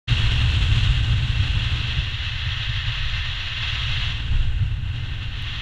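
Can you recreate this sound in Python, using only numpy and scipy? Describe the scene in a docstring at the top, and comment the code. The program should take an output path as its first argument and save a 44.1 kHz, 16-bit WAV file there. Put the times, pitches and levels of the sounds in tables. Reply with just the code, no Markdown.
"""Wind on a hang glider

Air rushes over a camera fixed to the wing, high in open air with no echo.
Eddies (small swirls of air) shake its housing into a low rumble, while the airstream
hisses through the gaps and rings small hollows. The flow is ragged at first, then smooth;
a gust thumps past and the hiss sinks before it picks up again."""
import sys
import numpy as np
from scipy import signal
from scipy.fft import rfft, irfft
from scipy.io import wavfile
from scipy.ndimage import uniform_filter1d

SR = 44100
rng = np.random.default_rng(int(sys.argv[2]) if len(sys.argv) > 2 else 0)


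def dump_mix(stems):
    """Bounce the given channels to the path in sys.argv[1] as a 16-bit WAV at rate SR."""
    frames = np.atleast_2d(stems).T  # one column per channel
    limited = np.clip(frames, -1, 1)  # hard clip at full scale
    pcm = np.round(limited * 32767).astype(np.int16)
    wavfile.write(sys.argv[1], SR, pcm)


N = 247401
TIME = np.arange(N) / SR
FREQ = np.maximum(np.fft.rfftfreq(N, 1 / SR), 1)
CRUISE_HISS_DB, CRUISE_RUMBLE_DB, CRUISE_ROAR_DB = -30, -25, -50  # levels in steady flight

# rough air at the camera mount: t/s, rumble level/dB, roar level/dB
ROUGH_AIR = [(0.09, -21.5, -40), (0.7, -18, -40.5), (1.3, -21.3, -44.5), (1.6, -22.3, -43),
             (1.95, -27, -45), (2.2, -28, -53), (2.75, -29, -57), (3.2, -27, -58), (3.48, -33.5, -54.5),
             (3.8, -25.5, -53), (4.2, -27.5, -46.5), (4.38, -23, -45.5), (4.75, -24.5, -50.5),
             (5.15, -28.5, -47.5), (5.6, -30.8, -50)]
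# single eddies that thump the housing: t/s, rumble boost/dB
EDDY_THUMPS = [(0.129, 6), (0.26, 2), (0.451, 6), (0.71, 3), (0.901, 4.5), (1.13, 7), (1.41, 5), (1.559, 7),
               (1.73, 5), (1.988, 10), (2.48, 9.5), (2.7, 7.5), (2.77, 8), (2.88, 8), (3.02, 1),
               (4.08, 4.5), (4.33, 5), (4.63, 9), (4.83, -1), (4.91, 2)]
# gusts rolling by: start t/s, level/dB
GUST_SWELLS = [(0.17, -22), (0.69, -25), (2.98, -23.5), (3.85, -26), (4.29, -15)]
# hiss of air over the housing: t/s, level/dB
HISS_LEVELS = [(0.09, -28), (0.4, -29.5), (0.7, -31), (0.8, -29), (1.08, -34), (1.55, -31.5), (1.9, -30.5),
               (2.1, -32.5), (2.48, -30.8), (3.56, -30.5), (3.63, -28), (4.08, -29), (4.29, -40.5),
               (4.37, -38.5), (4.56, -45), (4.86, -46.5), (4.96, -41), (5.33, -39.3), (5.5, -33.4)]

# tone of the low rumble: f/Hz, level/dB
RUMBLE_TONE = [(10, -20), (28, -19), (42, -1.5), (65, -.5), (95, -0.5), (120, 0), (132, -9.5), (150, -17.5),
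               (200, -31.5), (400, -54)]
# tone of the even deeper pressure swells: f/Hz, level/dB
SWELL_TONE = [(5, -28), (11, 1), (17, 7), (25, -3.5), (40, -4.5), (80, -25), (200, -65)]
# tone of the hiss: f/Hz, level/dB
HISS_TONE = [(200, -26.5), (850, -15.5), (1080, -10), (2050, -8), (2380, -9.5), (2700, -2), (3300, -2),
             (4300, -10), (4650, -21.5), (5150, -25.5), (6200, -25), (7400, -38), (8000, -43.5),
             (15000, -54)]
# tone of the roar behind the housing: f/Hz, level/dB
ROAR_TONE = [(100, -8.5), (170, 3), (290, -5.5), (350, -10.5), (480, -12), (650, -15.5), (820, -11.5),
             (1300, -13.5), (1550, -2.5), (1680, -16), (2300, -15.5), (2750, -0.5), (4000, -32),
             (5000, -38)]
# tone of the thin, high sizzle: f/Hz, level/dB
SIZZLE_TONE = [(3000, -3), (5000, 5.5), (7200, 9), (8400, 1.5), (8800, -2), (10200, -7), (11500, -13),
               (15000, -23)]
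# small hollows in the housing: f/Hz, width/Hz, boost or dip/dB
HOLLOWS = [(2634, 316, 5), (2868, 160, 3), (3280, 130, 5), (3794, 480, 3.5), (4900, 220, 7),
           (5120, 160, -3.5), (5540, 380, 5.5), (6250, 190, 1.5), (6680, 260, -9), (6930, 310, 12),
           (11100, 600, 4.5)]
# breathy notes of air crossing edges: f/Hz, width/Hz, level/dB
EDGE_NOTES = [(1290, 25, -6), (1560, 126, -6.5), (1826, 160, -1), (2066, 126, -3.5)]


def buffeting(rumble_db):
    """Eddies push on the housing and make it rumble; gusts add slow swells of pressure."""
    muffle = 1 / (1 + (FREQ / 900) ** 4)
    rumble = air_noise(tone(RUMBLE_TONE) * muffle, flutter_db=0, band_hz=(45, 150))
    swell = air_noise(tone(SWELL_TONE) * muffle, flutter_db=0, band_hz=(10, 40))
    pressure = even_out(rumble, span_s=0.12) * undb(rumble_db)
    pressure += even_out(swell, span_s=0.15) * gusts()
    ceiling = 0.81  # the strongest pushes round off toward this
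    return ceiling * np.tanh(pressure / ceiling)


def thumps():
    """Each eddy that hits the housing gives a brief boost, in dB."""
    half_length_s = 0.017
    return sum(db * np.exp(-((TIME - t) / half_length_s) ** 2) for t, db in EDDY_THUMPS)


def gusts():
    """Strength of the swell over time: each gust builds fast and dies away slowly."""
    rise_s, decay_s, calm_db = 0.052, 0.18, -33
    power = undb(calm_db) ** 2
    for start, db in GUST_SWELLS:
        age = TIME - start
        rise = np.clip(age / rise_s, 0, 1)
        fall = np.exp(-np.maximum(age - rise_s, 0) / decay_s)
        power += (undb(db) * rise * fall) ** 2
    return np.sqrt(power)


def airstream(eddies, hiss_db, roar_db):
    """Rushing air hisses, flutters with the eddies and rings the housing's hollows and edges."""
    flutter_db = 0.79 * eddies + 0.24 * wander(rate_hz=140)
    hollows_db = sum(db * resonance(hz, width) for hz, width, db in HOLLOWS)
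    hiss = air_noise(tone(HISS_TONE) * undb(hollows_db), flutter_db, band_hz=(2400, 4500))
    ringing = sum(undb(db) * resonance(hz, width) for hz, width, db in EDGE_NOTES)
    edges = air_noise(ringing, flutter_db, band_hz=(1700, 2200))
    # the edges sing best in fast, smooth air
    edge_db = -40.5 + 0.73 * (hiss_db - CRUISE_HISS_DB) - 0.25 * (roar_db - CRUISE_ROAR_DB)
    return hiss * undb(hiss_db) + edges * undb(edge_db)


def wake(eddies, hiss_db, rumble_db, roar_db):
    """Air breaks away behind the housing with a hollow roar and a thin, high sizzle."""
    flutter_db = 0.71 * eddies + 0.96 * wander(rate_hz=78)
    muffle = 1 / (1 + (FREQ / 6500) ** 6)
    mount_note = undb(3.5 * resonance(hz=291, width_hz=31))
    roar = air_noise(tone(ROAR_TONE) * mount_note * muffle, flutter_db, band_hz=(170, 500))
    sizzle = air_noise(tone(SIZZLE_TONE), flutter_db, band_hz=(7600, 12000))
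    # faster, rougher air sizzles more
    sizzle_db = (-68.5 + 0.44 * (hiss_db - CRUISE_HISS_DB)
                 + 0.95 * (rumble_db - CRUISE_RUMBLE_DB)
                 + 0.39 * (roar_db - CRUISE_ROAR_DB))
    return roar * undb(roar_db) + sizzle * undb(sizzle_db)


def tick():
    """One faint, bright tick near the end, over in less than a millisecond."""
    start_s, level_db, decay_s = 5.4232, -32.5, 0.00012
    age = np.maximum(TIME - start_s, 0)
    return undb(level_db) * (age > 0) * np.exp(-age / decay_s) * rng.standard_normal(N)


def air_noise(gains, flutter_db, band_hz):
    """Swirling air as noise shaped by gains, scaled so the part inside the band has strength 1."""
    spectrum = rfft(rng.standard_normal(N) * undb(flutter_db)) * gains
    inside = (FREQ > band_hz[0]) & (FREQ < band_hz[1])
    return irfft(spectrum, N) / irfft(spectrum * inside, N).std()


def wander(rate_hz):
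    """A smooth random wobble of typical size 1 that changes about rate_hz times a second."""
    smoothing = (FREQ > 2) / (1 + (FREQ / rate_hz) ** 2)
    wobble = irfft(rfft(rng.standard_normal(N)) * smoothing, N)
    return wobble / wobble.std()


def even_out(noise, span_s):
    """Keep the single eddies but give each stretch of them the same strength."""
    size = int(span_s * SR / 2)
    power = uniform_filter1d(uniform_filter1d(noise ** 2, size), size)
    return noise / np.sqrt(power + 1e-9)


def resonance(hz, width_hz):
    """How strongly something rings at each frequency: 1 at its own note, less to either side."""
    off_pitch = (FREQ ** 2 - hz ** 2) / (FREQ * width_hz)
    return 1 / (1 + off_pitch ** 2)


def tone(table):
    """Turn a tone table into a gain for every frequency."""
    hz, db = np.transpose(table)
    return undb(np.interp(np.log(FREQ), np.log(hz), db))


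def curves(table):
    """Join the points of each level column with straight lines in time."""
    times, *columns = np.transpose(table)
    return [np.interp(TIME, times, column) for column in columns]


def undb(db):
    """Turn decibels into a gain, the number a signal is multiplied by."""
    return 10 ** (np.asarray(db) / 20)


def scene():
    """The speed and roughness of the air drive the wind sounds, which meet at one microphone."""
    hiss_db, = curves(HISS_LEVELS)
    rumble_db, roar_db = curves(ROUGH_AIR)
    eddies, thump_db = wander(rate_hz=22), thumps()
    sound = buffeting(rumble_db + thump_db)
    sound += airstream(eddies, hiss_db, roar_db)
    sound += wake(eddies, hiss_db, rumble_db, roar_db + 0.14 * thump_db)
    return (sound + tick())[None]


def record(dry):
    """The microphone adds its own hiss, the sound fades in, and the camera cuts the highest treble."""
    mic_hiss_db, start_s, fade_s, top_hz = -72.5, 0.073, 0.017, 15000
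    sound = dry + undb(mic_hiss_db) * rng.standard_normal(N)
    fade_in = np.clip((TIME - start_s) / fade_s, 0, 1)
    treble_cut = signal.ellip(8, 0.2, 70, top_hz, fs=SR, output="sos")
    return signal.sosfilt(treble_cut, sound * fade_in)


dry = scene()
out = record(dry)
dump_mix(out)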